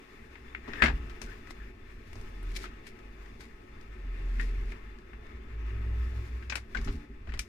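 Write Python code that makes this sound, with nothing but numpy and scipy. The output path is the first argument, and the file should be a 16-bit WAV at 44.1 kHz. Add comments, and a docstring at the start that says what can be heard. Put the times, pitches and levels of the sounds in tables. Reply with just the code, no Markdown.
"""Plastic clicks and low bumps stand over a swelling room noise and a deep wavering drone.
A hand works the lever and lid of a plastic coffee machine in a small kitchen and seats a paper pad.
Clicks are noise bursts ringing in plastic, bumps and drone are sines, creaks a driven resonance,
rustle dense snaps, and the room is random spectra. Of a hand-held pair of microphone ports
the left is nearer and brighter."""
import sys
import numpy as np
from scipy import signal
from scipy.fft import rfft, irfft
from scipy.io import wavfile
from scipy.ndimage import uniform_filter1d

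SR = 44100
rng = np.random.default_rng(int(sys.argv[2]) if len(sys.argv) > 2 else 0)


def unload_wav(signal):
    """Save mono or channel-first audio to the path in sys.argv[1] as 16-bit WAV at rate SR, clipped to [-1, 1]."""
    wavfile.write(
        sys.argv[1],
        SR,
        np.round(np.clip(np.atleast_2d(signal).T, -1, 1) * 32767).astype(np.int16),
    )


N = 329868

LAG_S = 0.000591  # the right port hears the middle and treble later
BASS_LAG_S = 0.00016  # the right port's delay for bumps and drone


def gain_of(db):
    """Amplitude factor of a level in dB."""
    return 10 ** (np.asarray(db) / 20)


def evened(x):
    """Scale to an RMS of one."""
    return x / np.sqrt(np.mean(abs(x) ** 2) + 1e-20)


def read(points, hz):
    """Read a curve of (f/Hz, value) points along log frequency."""
    f, value = np.transpose(points)
    return np.interp(np.log(hz + 1), np.log(f + 1), value)


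def add(mix, s, sound):
    """Lay a sound into the mix from s seconds on, cut at the end."""
    part = mix[..., round(s * SR):][..., :sound.shape[-1]]
    part += sound[..., :part.shape[-1]]


def bell(hz, centre_hz, width_hz):
    """Resonance curve that peaks at one and is half as high at the edges of its width."""
    return 1 / (1 + (2 * (hz - centre_hz) / width_hz) ** 2)


def late(hz):
    """Phase turn of the right port: deep bass arrives together, the rest later."""
    return np.exp(-2j * np.pi * hz * LAG_S * hz ** 2 / (hz ** 2 + 350 ** 2))


def ported(near, far, hz, pan_db, direct):
    """Spectra at both ports: the right hears the direct part late, the rest by other paths."""
    # how far near sources lean to the left: f/Hz, share of their left-right dB
    lean = [(200, -0.5), (700, .5), (1300, 0.9), (2200, 1.33), (4400, 0.8), (9000, 0.9), (14000, -0.1)]
    shared_hz = 370  # the bass share moves half way to fully direct here, and further below
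    direct = np.clip(direct + (1 - direct) * bell(hz, 0, 2 * shared_hz), 0, 1)
    right = direct * near * late(hz) + np.sqrt(1 - direct ** 2) * far
    right = right / gain_of(pan_db * np.clip(read(lean, hz), 0, 1.5))
    return np.array([near, right])


def strokes(rows):
    """Gain of each stroke over the whole scene: a swell up to its loudest moment, then a fade."""
    range_db = 20  # a swell or fade length is the time taken to cover this range
    s, db, swell_s, fade_s = np.transpose(rows)[:4, :, None]
    since = np.arange(N) / SR - s
    return gain_of(db - range_db * np.where(since < 0, -since / swell_s, since / fade_s))


def room_noise(patchy_db=1.0, flicker_db=1.8):
    """Random short-time spectra; rumble, body and hiss swell, the zones between follow the body."""
    # swells of the room noise: t/s, rumble level/dB, body level/dB, hiss level/dB
    swells = [(0.0, -60, -59, -71.5), (0.25, -55.5, -59.5, -70.5), (0.62, -50.5, -58.5, -73),
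              (0.82, -45, -47.5, -63), (1.0, -43, -55.5, -69), (1.18, -48, -55.5, -69),
              (1.37, -48.5, -56, -68), (1.85, -49.5, -61, -75), (2.25, -48.5, -57, -67),
              (2.6, -47.5, -55, -72), (2.85, -51.5, -59, -73.5), (3.4, -51.5, -59.5, -71),
              (3.98, -48.5, -59.5, -74.5), (4.3, -44, -54, -71), (4.621, -41.5, -55, -69),
              (4.899, -52.5, -61.5, -76.5), (5.25, -51, -60, -75.5), (5.58, -47, -58, -74.5),
              (5.85, -39.5, -54.5, -70.5), (6.2, -43.5, -56, -66), (6.62, -59, -63, -77.5),
              (6.88, -30.5, -54.5, -63.5), (7.08, -59, -62.5, -77), (7.33, -36, -62, -77.5),
              (7.48, -59, -62.5, -70)]
    # spectrum shape within each zone: f/Hz, density/dB per Hz
    room = [(15, -3), (24, -1.5), (34, -6.5), (52, -4), (70, -6), (125, -17.5), (175, -25), (230, -21),
            (440, -24.5), (500, -31.5), (640, -28), (900, -33.5), (1300, -37), (2000, -34.5), (2700, -37.5),
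            (3100, -47.5), (5500, -54.5), (9000, -63.5), (14200, -65), (16000, -80)]
    # resonances of the room noise: f/Hz, width/Hz, level above its spectrum/dB
    hollows = [(79, 15, -5), (100, 11, 4.5), (120, 10, -9), (141, 11, 2), (169, 24, 0), (229, 20.3, 9.5),
               (266, 11, -4.5), (284, 11, 5.5), (358.7, 21, 7.5), (383.3, 19.5, 8), (435, 26, 6),
               (541, 13, 10.5), (688, 16, 5.5), (849, 14, 15.5), (1101, 29, 6), (1282, 16.4, 13.5),
               (1790, 70, 6), (2120, 34, 4), (3516, 67, 11)]
    # brightness of the left port over the right: f/Hz, left-right/dB
    ports = [(100, 0), (380, 0), (700, 4.5), (1290, 6), (2380, 10), (4400, 5), (8120, 2), (15000, -1.5)]
    # likeness of the noise at both ports: f/Hz, correlation
    same_at = [(30, 1), (100, 0.98), (200, 1), (350, 0.85), (700, 0.37), (1500, 0.32), (3500, 0.12),
               (8000, 0.06), (14000, 0.15)]
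    hum_db, hum_follows = -56.5, 0.85  # level when the body rests, dB per dB that the body swells
    low_middle_db, low_middle_follows = -68, 0.93
    body_rest_db = -60
    step, size = 512, 4096  # samples
    frames, hz = N // step + 9, np.fft.rfftfreq(size, 1 / SR)
    a, b, c, d, patches = rng.standard_normal((frames, len(hz), 5)).T

    # slow uneven patches over the whole field, quick flicker in the treble
    patches = uniform_filter1d(patches, size=40, axis=0)
    patches = evened(uniform_filter1d(patches, size=6, axis=1))
    flicker = evened(uniform_filter1d(rng.standard_normal(frames), size=2))
    shape_db = read(room, hz) + sum(db * bell(hz, f, w) for f, w, db in hollows)

    s, rumble, body, hiss = np.transpose(swells)
    swell = body - body_rest_db
    hum = hum_db + hum_follows * swell
    low_middle = low_middle_db + low_middle_follows * swell
    levels = [rumble, hum, low_middle, body, hiss]
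    t, field_db = np.arange(frames) * step / SR, 0
    edges = [(0, 130), (150, 500), (520, 900), (900, 3000), (4000, 13000)]  # Hz, where each level is set
    knots = np.log([90, 170, 450, 540, 850, 1050, 2800, 5000])  # the zones crossfade between these
    for k, ((lo, hi), db) in enumerate(zip(edges, levels)):
        zone = np.interp(np.log(hz + 1), knots, np.array([0, 1, 1, 2, 2, 3, 3, 4]) == k)
        zone_db = 10 * np.log10(np.sum(gain_of(shape_db[(hz > lo) & (hz < hi)]) ** 2))
        field_db = field_db + zone[:, None] * (np.interp(t, s, db) - zone_db)
    field_db = field_db + shape_db[:, None] + patchy_db * patches
    field_db = field_db + flicker_db * flicker * (hz > 900)[:, None]

    same = np.clip(read(same_at, hz), -1, 1)[:, None]
    left = a + 1j * b
    right = same * left * late(hz)[:, None] + np.sqrt(1 - same ** 2) * (c + 1j * d)
    side = gain_of(read(ports, hz) / 2)[:, None]
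    # eight overlapping frames average the power to a third
    z = np.array([left * side, right / side]) * gain_of(field_db) * np.sqrt(3)
    return signal.istft(z, nperseg=size, noverlap=size - step)[1][:, :N]


def drone():
    """Near-pure deep tones that swell, drift and fade."""
    # the deep drone, one table a swell: t/s, f/Hz, RMS level/dB
    deep = [
        [(0.1, 66.4, -62), (0.3, 64.7, -58), (0.5, 61.6, -51), (0.75, 60, -56)],
        [(2.1, 38.3, -60), (2.3, 40.2, -48), (2.39, 40.7, -40), (2.49, 40, -34), (2.64, 44.3, -46),
         (2.79, 45.2, -52)],
        [(3.0, 47, -64), (3.1, 46.3, -42.5), (3.14, 47, -58), (3.2, 47.4, -43), (3.33, 48.4, -53.5),
         (3.46, 48, -55), (3.6, 52, -50)],
        [(3.85, 50.4, -48), (3.97, 45.9, -44.5), (4.11, 41.9, -33.5), (4.18, 41.6, -37), (4.3, 42.7, -29.5),
         (4.42, 41.4, -30), (4.6, 43.1, -31), (4.73, 43, -39), (4.79, 46.4, -64), (4.88, 46.3, -43.5),
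         (5.05, 44.9, -55)],
        [(5.42, 54.3, -64), (5.52, 56.5, -39), (5.66, 54, -33), (5.8, 58.2, -34.5), (6.03, 60.5, -28.5),
         (6.12, 61.4, -35.5), (6.17, 61.2, -32), (6.28, 62.6, -44.5), (6.35, 59, -32), (6.42, 62.2, -43),
         (6.49, 62.8, -39), (6.63, 59.7, -45), (6.68, 62.7, -58)],
    ]
    # a second, higher drone, one table a swell: t/s, f/Hz, RMS level/dB
    higher = [
        [(1.95, 99.8, -68), (2.15, 96.3, -52.5), (2.4, 95, -55), (2.6, 94, -58), (2.8, 91.5, -56)],
        [(5.5, 110, -47), (5.69, 103.9, -63), (5.74, 103, -39.5), (5.95, 102.9, -43.5), (6.05, 103.8, -57),
         (6.13, 102.7, -48), (6.18, 103.7, -39), (6.3, 105.1, -56.5), (6.55, 100, -51), (6.7, 100.2, -60)],
    ]
    out = np.zeros(N)
    for rows in list(deep) + list(higher):
        s, hz, db = np.transpose(rows)
        t = np.arange(s[0], s[-1], 1 / SR)
        turns = np.cumsum(np.interp(t, s, hz)) / SR + rng.random()
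        tone = np.sqrt(2) * gain_of(np.interp(t, s, db)) * np.sin(2 * np.pi * turns)
        add(out, s[0], tone * signal.windows.tukey(len(t), .08))
    return out


def clicks(width_hz=330, rise_s=0.001298, direct=0.057):
    """A short crack and a dying rustle of reflections, coloured by plastic that rings near one pitch."""
    # plastic clicks: t/s, peak/dB, ring f/Hz, ring strength/dB, nominal shares of body, treble
    # and top/dB, reflections/dB, left-right/dB before the lean
    hits = [(0.356, -41.5, 1580, 6, -29, -24, -47, -12, 9.9),
            (0.549, -27.5, 2170, 12, -39, -33, -51, -13.5, 6.8),
            (0.679, -38.5, 1790, 3.6, 6, -13, -46, 8, 9.7), (0.735, -29, 1650, 5.2, -40, -19, -66, -17, 12),
            (0.758, -36.5, 1860, 9, -28, -24, -49, -15, 11),
            (0.822, -8.5, 1660, 10, -38, -26.5, -43, -9, 11.6),
            (0.838, -15, 2110, 20, -20, -22, -36, -5, 3), (0.845, -23, 1740, 20, -11, -21, -40, -10, 18),
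            (0.859, -19, 1790, 12, -35, -21.5, -42, -3, 10), (0.866, -30, 1560, 8, -18, -21, -30, -18, 9),
            (0.882, -24, 1670, 18, -18, -25, -48, -9, 5), (0.899, -34, 900, 12, 20, -26, -46, -3, 2),
            (1.097, -43, 1270, 6, -28, -13.5, -25.5, -7, 9.9),
            (1.217, -33, 2380, 9, -12, -4.5, -14.5, -9.5, 12),
            (1.473, -42.5, 1970, 17, -16, -17, -29, -9, 8),
            (1.508, -36, 2100, 11, -13, -11.5, -23, -23, 11), (2.131, -44, 1850, 9, -15, -11, -18, -15, 10),
            (2.155, -43.5, 1680, 4, 11, -3, -15, -3, 11), (2.213, -47, 1820, 13, -9, -6, -14, -17, 7),
            (2.43, -49, 1840, 7, -22, -17, -15, -19, 4), (2.517, -49, 2190, 9, -16, -14, -18, -16, 7),
            (2.565, -36, 2350, 12, -35, -3, -22, -18, 8.9),
            (2.641, -33.5, 1260, 20, -27, -23, -34, -4, 4.7),
            (2.655, -41, 1865, 2.3333, -34, -15, -39, 0, 5), (2.869, -42, 2110, 4, -34, -12, -17, -11, 7),
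            (2.99, -50, 1740, 5, -20, -12, -25, -13, 4), (3.259, -46, 1880, 17, -34, -17, -32, -15, 7),
            (3.407, -43, 1790, 13, -16, -15, -23, -7, 12), (3.812, -51, 1610, 12, -24, -4, -16, -18, 7),
            (4.397, -26.5, 1890, 27, -38, -37, -51, 0, 13), (4.72, -40, 2150, 7.8, -31, -28, -44, -4, 6.5),
            (4.987, -48.5, 1720, 19, -23, -15, -29, -16, 5), (5.133, -41, 1880, 9, -30, -36, -46, -5, 9.2),
            (5.268, -51, 1690, 11, -13, -11, -26, -22, 3), (6.425, -43, 1500, 7, -31, -21, -41, 4, 4.6),
            (6.499, -27, 2474, 13, -31, -8, -27.5, -8, 8.8),
            (6.523, -25, 2320, 5.6, -27, -25, -57, -21, 16),
            (6.526, -29.5, 1590, 7.6, -24, -23, -34, -3, 3.7),
            (6.556, -24.5, 2280, 7.6, -22, -9.5, -19.5, -13.5, 9.6),
            (6.572, -36.5, 2120, 12, -12, -15, -24, -8, 1.3333),
            (6.749, -24.5, 1565, 31, -28, -30, -44, -7, 6.5),
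            (6.771, -30.5, 2170, 14, -17, -15, -36, -7, 6.7),
            (6.814, -42.5, 1100, 17, -17, -12, -23, -11, 4), (6.846, -43.5, 1810, 9, -9, 4, -5, -5, 10),
            (6.875, -36, 1340, 10, -16, -17, -36, -23, 8.2), (6.881, -34.5, 1180, 5, -18, -15, -49, -1, 10),
            (7.273, -42, 1510, 7, -5, -21, -36, -1, 5), (7.291, -41, 1810, 10, -24, -20.5, -60, 0, 12),
            (7.322, -39, 2030, 9.2, -35, -26, -42, -12, 7.3),
            (7.339, -35.5, 1970, 18, -21, -18, -31, -9, 10), (7.375, -42, 1080, 6.4, -15, -15, -28, -11, 5),
            (7.393, -23.5, 2330, 16.3, -41, -5.5, -14.5, -16, 8.2)]
    # colour of the plastic before ring and shares: f/Hz, density/dB per Hz
    plastic = [(180, -11.5), (300, -2.5), (455, -8), (667, -4.5), (900, -4), (2570, -5.5), (3290, -8),
               (5800, -7), (10200, -23), (14700, -35), (16000, -61)]
    blow_s, reflections_t60_s = 0.002, 0.13
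    out, t = np.zeros((2, N)), np.arange(8192) / SR
    hz = np.fft.rfftfreq(8192, 1 / SR)
    edges = [(500, 1000), (3300, 8000), (8000, 15000)]  # Hz: body, treble, top
    zones = [np.interp(hz, [830, 1540], [1.015, 0.47]),
             np.interp(hz, [2460, 2950, 6430, 9000], [0, 0.3, 1.49, -0.5]),
             np.interp(hz, [7060, 8870], [0, 1.39])]
    rise = 1 - np.exp(-t / rise_s)
    blow = rise * np.exp(-t / blow_s)
    for s, db, ring_hz, ring_db, *shares_db, tail_db, pan_db in hits:
        near, far = rng.standard_normal((2, len(t)))
        tail = rise * gain_of(tail_db - 60 * t / reflections_t60_s)
        ring = ring_db * bell(hz, ring_hz, width_hz)
        unring = gain_of(-.5 * ring)  # the reflections carry less of the ring
        near, far = (rfft(v * blow) + rfft(v * tail) * unring for v in (near, far))

        colour_db = read(plastic, hz) + ring
        power = gain_of(colour_db) ** 2
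        for (lo, hi), zone, share_db in zip(edges, zones, shares_db):  # steer each zone's share of power
            now_db = 10 * np.log10(power[(hz > lo) & (hz < hi)].sum() / power.sum())
            colour_db += zone * (share_db - now_db)
        fold = irfft(np.log(gain_of(np.maximum(colour_db, -100))))  # causal phase from the log gain
        fold[1:4096] *= 2
        fold[4097:] = 0
        pair = irfft(ported(near, far, hz, pan_db, direct) * np.exp(rfft(fold)))
        pair = pair * np.cos(np.pi / 2 * t / t[-1])
        add(out, s - rise_s, gain_of(db) * pair / abs(pair.mean(0)).max())
    return out


def bumps(rise_s=0.017):
    """A soft push sets the worktop swinging and the hollow casing booming."""
    # low bumps through the worktop: t/s, swing level before rise and decay/dB, swing f/Hz,
    # casing boom against swing/dB, t60/s
    pushes = [(0.68, -49.5, 63.4, 8, 0.17), (0.819, -18.5, 56.8, -9.5, 0.37), (0.848, -18, 59.7, -38, 0.31),
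              (0.876, -19.5, 47.3, -18, 0.35), (0.929, -11.5, 48, -33.5, 0.17), (1.027, -34, 49, -11, 0.18),
              (1.208, -34, 38.8, -16.5, 0.64), (1.58, -33, 49.3, -23, 0.48), (5.116, -35.5, 53, -21, 0.46),
              (5.329, -30, 57.7, -25, 0.31), (6.754, -20, 50.9, -28, 0.28), (6.778, -22.5, 39, -18.5, 0.16),
              (6.859, -20, 37.2, -20, 0.31), (6.879, -30, 45, -6.5, 0.33), (6.939, -22, 64.6, -20, 0.16),
              (7.091, -33, 52.2, -14, 0.27), (7.279, -21.5, 54.8, -28, 0.24),
              (7.33, -29.5, 45.4, -21, 0.26), (7.389, -19, 47.3, -36, 0.11)]
    # modes of the hollow casing: f/Hz, width before the damping factor/Hz, level/dB
    casing = [(147, 13.2, -2), (226, 20, 4.5), (259, 31, 2.5), (290.7, 6.9, -13), (401.4, 23, -2)]
    damping = .6  # of the listed widths
    out, t = np.zeros(N), np.arange(SR // 2) / SR
    for s, db, hz, boom_db, t60 in pushes:
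        turn = rng.random(len(casing))
        swing = np.sin(2 * np.pi * hz * t) * gain_of(-60 * t / max(t60, .03))
        swing = swing * (1 - np.exp(-t / rise_s))
        boom = 0
        for (f, w, mode_db), start in zip(casing, turn):
            mode = np.sin(2 * np.pi * (f * t + start)) * np.exp(-np.pi * damping * w * t)
            boom = boom + gain_of(mode_db) * mode
        boom = boom * (1 - np.exp(-t / 0.0073))
        add(out, s, gain_of(db) * (swing + gain_of(boom_db) * boom))
    return out


def creaks(width_hz=200, slips_per_s=900, pan_db=10.0, direct=0.46):
    """Rough slipping drives one resonance whose pitch moves with the pressure."""
    # lever and hinge creaks: loudest t/s, level/dB, swell/s, fade/s, squeak f/Hz, glide/Hz per s
    squeaks = [(0.74, -42.5, 0.13, 0.095, 1840, 304), (0.818, -28, 0.034, .004, 1730, -1000),
               (1.278, -43.5, 0.023, 0.04, 1450, 4000), (1.322, -46.5, 0.028, 0.019, 1680, 200),
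               (1.61, -47, 0.036, 0.083, 1700, 1500)]
    gains, (s, _, _, _, squeak_hz, glide) = strokes(squeaks), np.transpose(squeaks)
    gain, k = gains.max(0), gains.argmax(0)  # the loudest stroke sets the pitch
    hz = squeak_hz[k] + glide[k] * np.clip(np.arange(N) / SR - s[k], -.1, .1)
    turn, r = np.exp(2j * np.pi * np.cumsum(hz) / SR), np.exp(-np.pi * width_hz / SR)
    slips = rng.standard_normal((2, N)) * (rng.random(N) < slips_per_s / SR)
    slips = slips / turn  # shift the moving pitch to zero, smooth twice, shift back
    for _ in range(2):
        slips = signal.lfilter([1 - r], [1, -r], slips)
    near, far = rfft(gain * np.sqrt(2) * (turn * evened(slips)).real)
    return irfft(ported(near, far, np.fft.rfftfreq(N, 1 / SR), pan_db, direct), N)


def rustle(grit_db=4.0, snaps_per_s=2500, hiss=0.29, pan_db=5.5, direct=0.08):
    """Dense small snaps of uneven size over a soft hiss."""
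    # sleeve and paper strokes: loudest t/s, level/dB, swell/s, fade/s
    rubs = [(1.216, -58.5, 0.0054, 0.18), (1.506, -54, 0.011, 0.037), (2.08, -66, 0.038, 0.075),
            (2.158, -73, .008, .2), (2.567, -41.5, 0.028, 0.028), (2.635, -51.5, 0.18, 0.054),
            (2.878, -54.5, 0.033, .035), (3.408, -55.5, 0.016, 0.075), (4.415, -53.5, 0.041, 0.13),
            (4.4, -65, .5, 0.46), (4.726, -62, 0.16, 0.023), (6.78, -63, .005, .03),
            (6.922, -59.5, 0.043, .1), (7.3, -70, 0.073, 0.086)]
    # colour of sleeve and paper: f/Hz, density/dB per Hz
    paper = [(880, -25), (1500, -13.5), (2320, 0.5), (2510, -11), (4460, -7.5), (11900, -23.5),
             (14900, -33), (16000, -48)]
    hz = np.fft.rfftfreq(N, 1 / SR)
    sizes = gain_of(grit_db * np.minimum(rng.exponential(1, (2, N)), 5))
    snaps = (rng.random((2, N)) < snaps_per_s / SR) * sizes
    snaps = evened(snaps * rng.choice([-1, 1], (2, N)))
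    near, far = rfft(snaps + hiss * rng.standard_normal((2, N)))
    pair = irfft(ported(near, far, hz, pan_db, direct) * gain_of(read(paper, hz)), N)
    return strokes(rubs).max(0) * pair / np.std(pair.mean(0))


def scene():
    """Sum of all layers; bumps and drone reach the right port slightly later."""
    bass, hz = bumps() + drone(), np.fft.rfftfreq(N, 1 / SR)
    bass_right = irfft(rfft(bass) * np.exp(-2j * np.pi * hz * BASS_LAG_S), N)
    return room_noise() + clicks() + creaks() + rustle() + np.array([bass, bass_right])


def record(dry):
    """Steep band limit at 16 kHz."""
    lowpass = signal.firwin(511, 16000, window=("kaiser", 9), fs=SR)
    return signal.oaconvolve(dry, lowpass[None], "same")


dry = scene()
out = record(dry)
unload_wav(out)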